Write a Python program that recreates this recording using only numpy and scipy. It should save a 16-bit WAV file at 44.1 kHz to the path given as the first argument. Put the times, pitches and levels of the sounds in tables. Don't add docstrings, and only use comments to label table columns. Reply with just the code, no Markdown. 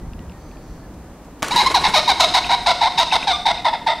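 import sys
import numpy as np
from scipy import signal
from scipy.fft import rfft, irfft
from scipy.io import wavfile
from scipy.ndimage import uniform_filter1d

SR = 44100
rng = np.random.default_rng(int(sys.argv[2]) if len(sys.argv) > 2 else 0)


def attenuation_scalar(level_db):
    decades = np.asarray(level_db, float) / 20
    return 10 ** decades


def store_pcm(level_fs):
    pcm = np.round(np.clip(level_fs, -1, 1) * 32767).astype(np.int16)
    wavfile.write(sys.argv[1], SR, np.atleast_2d(pcm).T)


N = 176400

# start_s, length_s, effort_db, settled_pitch_hz, brightness_db
CACKLE = [(1.738, 0.039, -9.5, 798, 2.5), (1.833, 0.038, -11.5, 858, -4), (1.933, 0.068, -9, 673.4, 4.5),
          (2.073, 0.047, -7, 791, 2), (2.192, 0.054, -9, 683, 7.5), (2.333, 0.055, -10, 779, 3),
          (2.485, 0.063, -15.5, 773, -4), (2.656, 0.063, -11, 722, -0.5), (2.803, 0.076, -13.5, 767, -7.5),
          (2.97, 0.064, -10, 722, 3), (3.115, 0.05, -14.5, 741.6, 3.5), (3.266, 0.059, -14, 746.4, -1),
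          (3.45, 0.065, -13.5, 803.6, -3.5), (3.642, 0.05, -10, 671, -19.5), (3.726, 0.028, -14, 770, -21),
          (3.86, 0.074, -14, 698.4, -11.5)]
STEADY_DB = [-10, -1, -8, -4, -4.5, 0.5, 1.5, -3, 2.5, 2.5, 1, -8, -2, 5, -4, 1.5]
# middle_resonance_db, start_to_end_change_db
SHADES = [(-3, -3.5), (5.5, 0), (0, -7), (3, -7), (-4, -5.5), (-2, -3), (1, 2.5), (-1.5, -2.5), (3.5, -1.5),
          (-1, -5.5), (-1.5, 0.5), (-1.5, -3), (2.5, -1.5), (6.5, -5.5), (12.5, -7.5), (8.5, -5)]
# start_s, length_s, effort_db,
# settled_pitch_hz, brightness_db
OPENING = [
    (1.504, 0.041, -17, 988, 5),
    (1.555, 0.066, -10, 830, 5),
]
# start_s, length_s, effort_db, settled_pitch_hz, brightness_db
YELP = [
    (1.655, 0.023, -7, 1044, -2),
]
# start_s, length_s, effort_db, pitch_hz, brightness_db
CLEAR_TONES = [
    (2.232, .03, -17, 1280, 6),
    (3.322, .038, -18, 1200, 3),
    (2.232, .03, -16, 650, -8),
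    (3.353, .012, -22, 740, -12),
]
# centre_hz, width_hz, level_db, brightness_share (0-1)
WINDPIPE = [(911, 375, 2, 0), (1680, 400, -29, 0.8), (2241, 152, -2.5, 0.42), (2685, 1200, -20, 0.74),
            (3948, 337, -0.5, 0.34), (4640, 400, -13.5, 0.33), (5280, 480, -12, 0.33),
            (6540, 700, -22.5, 1), (8700, 780, -26, 0.42), (11200, 14000, -54, 1)]
# time_s, peak_db, length_s, dullness_hz
CLAPS = [(1.390, -49, 0.0076, 2400), (1.4235, -15, 0.001, 1500), (1.4288, -5, 0.0008, 1200),
         (1.4325, -13, 0.0015, 800), (1.443, -18, 0.004, 900), (1.4815, -20, 0.001, 800),
         (1.4845, -13, 0.0007, 2200), (1.5603, -17, 0.0013, 7000), (1.717, -25, 0.0015, 4500),
         (1.798, -32, 0.001, 5000), (1.8996, -30, 0.001, 9000), (2.4464, -38, 0.002, 6000),
         (2.4674, -32, 0.001, 8000), (2.6365, -38, 0.0015, 6000), (1.246, -49, 0.0036, 5000),
         (0.941, -49, .003, 4000)]
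# time_s, level_db
STROKES = [(1.425, -17), (1.549, -15), (1.629, -14.5), (1.707, -14.5), (1.762, -26), (1.814, -19),
           (1.882, -12), (1.949, -40), (2.268, -21), (2.304, -25), (2.518, -19), (3.163, -27), (3.23, -23)]
# time_s, level_db, pitch_hz
SWISHES = [
    (2.447, -23, 2650),
    (2.469, -27, 2950),
    (3.118, -24, 2600),
    (3.23, -27, 2550),
    (3.585, -31, 2400),
    (3.165, -27, 480),
    (3.25, -28, 480),
]
# frequency_hz, level_db
FEATHERS = [(60, -4), (150, -1.5), (300, 3.5), (500, 0), (1500, -1.5), (5000, -12.5), (10000, -19),
            (16000, -56)]
# frequency_hz, t60_s
WOOD_DECAY = [(300, 1), (900, 0.48), (2200, 0.63), (4000, 0.66), (8500, 0.73), (15000, 0.29)]
# time_s, level_db, pitch_hz
TICKS = [
    (0.135, -38, 2710),
    (0.193, -40.5, 2870),
    (0.2973, -39.5, 2780),
    (0.321, -44, 2550),
    (0.5153, -43, 2550),
    (0.5713, -43, 2480),
]
# start_s, length_s, level_db, pitch_hz, width_hz
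SONGBIRDS = [
    (.01, .06, -60, 1960, 30),
    (.17, .07, -59, 1930, 30),
    (.33, .06, -57, 1850, 30),
    (.51, .08, -59, 1790, 30),
    (.82, .05, -56, 1730, 40),
    (.37, .2, -63, 6150, 450),
    (.6, .21, -63, 5900, 900),
    (.3, .65, -64, 4500, 500),
]
# frequency_hz, level_db (per Hz)
FAR_WASH = [(59, -72), (100, -9), (206, -5.5), (254, -2.5), (314, -2), (357, -7), (907, -12), (2850, -30.5),
            (15900, -42)]
# frequency_hz, level_db (per Hz)
WIND = [(8.8, -36), (15, -9.5), (59, -1.5), (133, -15), (166, -7), (188, -10), (400, -25), (520, -80),
        (880, -120)]
# time_s, level_db
GUSTS = [
    (0.0, -31),
    (0.24, -35),
    (0.38, -39.5),
    (0.85, -35.5),
    (1.54, -48),
    (1.79, -33.5),
    (1.9, -39),
    (3.87, -42.5),
    (4.0, -45),
]
# frequency_hz, level_db (per Hz)
SIDE_HISS = [(18, -31), (30, -1), (492, -2), (1020, -11), (1140, -14), (1400, -8), (3980, -10), (7080, -4),
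             (15500, -24)]

ONSET_HZ, OPENING_ONSET_HZ, STEADY_HZ, SETTLE_S, END_LIFT = 1130, 660, 990, 0.012, -0.05
RISE_S, FALL_S, SAG_DB, FLUTTER_DB = 0.014, 0.0069, -5.5, 1.5
WANDER, JITTER, BREATH = 0.065, 0.06, 0.21
RASP_DB, RASP_S = 1.8, 0.0016
SWELL_DB, SWELL_AT = -14, 0.45
HISS_DB, HISS_FADE_DB_PER_S, HISS_HZ = -30, -2, 8000
RECEDE_PER_S, BEAK_SAG, BEAK_CHANCE = 0.025, 0.025, 0.015
TAKEOFF_S, TAKEOFF_CRACK_S, STROKE_S = 1.425, 1.4225, 0.012
RUSH_DB, RUSH_FADE_DB_PER_S = -30.5, -8
SPRAY_DB, SPRAY_FADE_DB_PER_S, SPRAY_HZ = -53, -10, 12000
WOOD_DB, SIDE_ECHO_DB = -9.5, -26.5
TRUNKS_DB, TRUNK_S = 4.5, 0.008
WASH_DB, SIDE_DB = -42, -58
LIMIT, EDGE_HZ = 0.58, 15750


def evened(x):
    return x / np.sqrt(np.mean(x ** 2) + 1e-20)


def read(points, hz):
    f, value = np.transpose(points)
    return np.interp(np.log(hz + 1), np.log(f + 1), value)


def add(mix, s, sound):
    part = mix[round(s * SR):][:len(sound)]
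    part += sound[:len(part)]


def noise(shape):
    gain = attenuation_scalar(read(shape, np.fft.rfftfreq(N, 1 / SR)))
    return evened(irfft(rfft(rng.standard_normal(N)) * gain, N))


def smoothed(x, span):
    return uniform_filter1d(uniform_filter1d(x, span), span)


def drift(size, seconds):
    span = max(int(seconds * SR), 1)
    x = evened(smoothed(rng.standard_normal(8192), span))[:size]
    return np.tanh((x - x.mean()) / 2) * 2


def resonate(x, hz, width):
    turn = np.exp(2j * np.pi * np.cumsum(hz * np.ones(len(x))) / SR)
    r = np.exp(-np.pi * width * 1.5 / SR)
    return 2 * (turn * signal.lfilter([(1 - r) ** 2], [1, -2 * r, r * r], x / turn)).real


def membrane(pitch, size, rough):
    shake = rough * WANDER * drift(size, 0.00865) + rough * JITTER * drift(size, 0.00081)
    turns = np.cumsum(pitch * (1 + shake)) / SR
    return evened(sum((k % 2 or np.sqrt(rough)) * np.cos(2 * np.pi * k * turns) for k in range(1, 15)))


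def windpipe(drive, open_db, middle_db, beak):
    voice = 0
    for k, (hz, width, db, share) in enumerate(WINDPIPE):
        level = attenuation_scalar(db + share * open_db + middle_db * (k == 2))
        voice = voice + (-1) ** k * level * resonate(drive, hz * beak[k], width)
    return evened(voice)


def note(start, length, effort_db, low_hz, bright_db, rough,
         onset_hz=ONSET_HZ, steady_db=-3, middle_db=0, sag_db=SAG_DB):
    t = np.arange(0, length + 4 * FALL_S, 1 / SR)
    flown = start - TAKEOFF_S
    recede = 1 - RECEDE_PER_S * flown
    lift = (onset_hz > STEADY_HZ) * rough * END_LIFT * (t / length) ** 2
    slide = rough * (onset_hz * recede ** 2 - low_hz) * np.exp(-(t / SETTLE_S) ** 2)
    hz = low_hz * (1 + lift) + slide

    air_flow = rng.standard_normal(8192)[:len(t)]
    drive = BREATH * rough * air_flow
    drive = drive + membrane(hz, len(t), rough)
    drive = drive + attenuation_scalar(steady_db) * rough * membrane(STEADY_HZ * recede, len(t), rough)
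    drive = drive * attenuation_scalar(rough * RASP_DB * drift(len(t), RASP_S))

    open_db = bright_db + SWELL_DB * (t / length - SWELL_AT) ** 2
    chance = BEAK_CHANCE * rng.standard_normal(len(WINDPIPE))[:, None]
    beak = recede * (1 + chance - BEAK_SAG * t / length)
    voice = windpipe(drive, open_db, middle_db, beak)
    hiss_level = attenuation_scalar(HISS_DB + HISS_FADE_DB_PER_S * flown + open_db)
    hiss = hiss_level * evened(resonate(air_flow, HISS_HZ, 5000))

    rise = np.sin(np.minimum(t / RISE_S, 1) * np.pi / 2) ** 2
    fall = np.exp(-(np.maximum(t - length, 0) / FALL_S) ** 2)
    flutter_db = rough * FLUTTER_DB * drift(len(t), 0.0033)
    level = attenuation_scalar(effort_db + sag_db * t / length + flutter_db)
    return start, rise * fall * level * (voice + hiss)


def pheasant():
    out = np.zeros(N)
    for row, db, (middle_db, sag_db) in zip(CACKLE, STEADY_DB, SHADES):
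        add(out, *note(*row, 1.0, steady_db=db, middle_db=middle_db, sag_db=sag_db))
    add(out, *note(*OPENING[1], 1, STEADY_HZ, steady_db=3, middle_db=3, sag_db=-4))
    groups = ((OPENING[:1], 0.65, OPENING_ONSET_HZ), (YELP, 0.6, STEADY_HZ), (CLEAR_TONES, 0.3, ONSET_HZ))
    for rows, rough, onset_hz in groups:
        for row in rows:
            add(out, *note(*row, rough, onset_hz, steady_db=-21.5, middle_db=2.5, sag_db=-6.0))
    return out


def claps():
    out, u = np.zeros(N), np.arange(2000) / SR
    for s, db, length, hz in CLAPS:
        r = np.exp(-2 * np.pi * hz / SR)
        burst = signal.lfilter([1, 0.8, -0.9, -0.7], [1, -2 * r, r * r], rng.standard_normal(2000))
        add(out, s - 0.001, attenuation_scalar(db) * evened(burst) * u / length * np.exp(1 - u / length) / 2)
    return out


def swishes():
    out = np.zeros(N)
    for s, db, hz in SWISHES:
        whistle = evened(resonate(rng.standard_normal(1000), hz, 300))
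        add(out, s - 0.012, attenuation_scalar(db) * np.hanning(1000) ** 2 * whistle)
    return out


def feathers():
    t = np.arange(N) / SR
    flown = t - TAKEOFF_S
    puffs = sum(attenuation_scalar(db - 11.5) * np.exp(-((t - s - STROKE_S / 2) / STROKE_S) ** 2) for s, db in STROKES)
    rush = (t > TAKEOFF_S) * attenuation_scalar(RUSH_DB + RUSH_FADE_DB_PER_S * flown)
    spray_level = np.clip(flown / 0.13, 0, 1) * attenuation_scalar(SPRAY_DB + SPRAY_FADE_DB_PER_S * flown)
    spray = spray_level * evened(resonate(rng.standard_normal(N), SPRAY_HZ, 5000))
    before_crack = np.where(t < TAKEOFF_CRACK_S, 0.1, 1)
    return spray + (puffs + rush) * before_crack * noise(FEATHERS)


def wood(x):
    taps = np.zeros(SR)
    at = np.arange(500, SR - 20, 20)
    signs = rng.choice([-1., 1.], len(at))
    uneven = attenuation_scalar(TRUNKS_DB * drift(8192, TRUNK_S / 20))[:len(at)]
    taps[at + rng.integers(0, 20, len(at))] = signs * uneven
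    hz, t, z = signal.stft(taps, SR, nperseg=256)
    tail = signal.istft(z * attenuation_scalar(-60 * t / read(WOOD_DECAY, hz)[:, None]), SR, nperseg=256)[1]
    return signal.fftconvolve(x, tail / np.linalg.norm(tail))[:N]


def ticks():
    out, u = np.zeros(N), np.arange(600) / SR
    for s, db, hz in TICKS:
        ring = sum(a * np.sin(2 * np.pi * ratio * hz * u) for a, ratio in ((1, 1), (0.43, 1.3), (0.35, 1.86)))
        add(out, s - 0.001, attenuation_scalar(db + 1) * ring * u / 0.0007 * np.exp(1 - u / 0.0007))
    return out


def songbirds():
    out = np.zeros(N)
    for s, length, db, hz, width in SONGBIRDS:
        hiss = rng.standard_normal(SR)[:int(length * SR)]
        swell = np.sin(np.pi * np.arange(len(hiss)) / len(hiss)) ** 0.5
        add(out, s, attenuation_scalar(db) * swell * evened(resonate(hiss, hz, width)))
    return out


def air():
    s, db = np.transpose(GUSTS)
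    lumps_db = 0.66 * evened(smoothed(rng.standard_normal(N), 1500))
    gusts = attenuation_scalar(np.interp(np.arange(N) / SR, s, db) + lumps_db)
    return attenuation_scalar(WASH_DB) * noise(FAR_WASH) + gusts * noise(WIND + [(800, -58), (20000, -86)])


def scene():
    bird = pheasant() + (claps() + swishes() + feathers())
    mid = bird + attenuation_scalar(WOOD_DB) * wood(bird) + ticks() + songbirds() + air()
    sharp_bird = np.diff(bird, 2, prepend=[0, 0])
    side = attenuation_scalar(SIDE_DB) * noise(SIDE_HISS) + attenuation_scalar(SIDE_ECHO_DB) * wood(sharp_bird)
    return np.array([mid + side, mid - side])


def low_pass(x):
    return signal.sosfilt(signal.butter(12, 16030, fs=SR, output="sos"), x)


def record(dry):
    held = dry / (1 + (dry / LIMIT) ** 6) ** (1 / 6)
    edge = signal.firwin(511, EDGE_HZ, window=("kaiser", 9), fs=SR)
    mix = signal.oaconvolve(held, edge[None], "same")
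    return low_pass(mix)


dry = scene()
out = record(dry)
store_pcm(out)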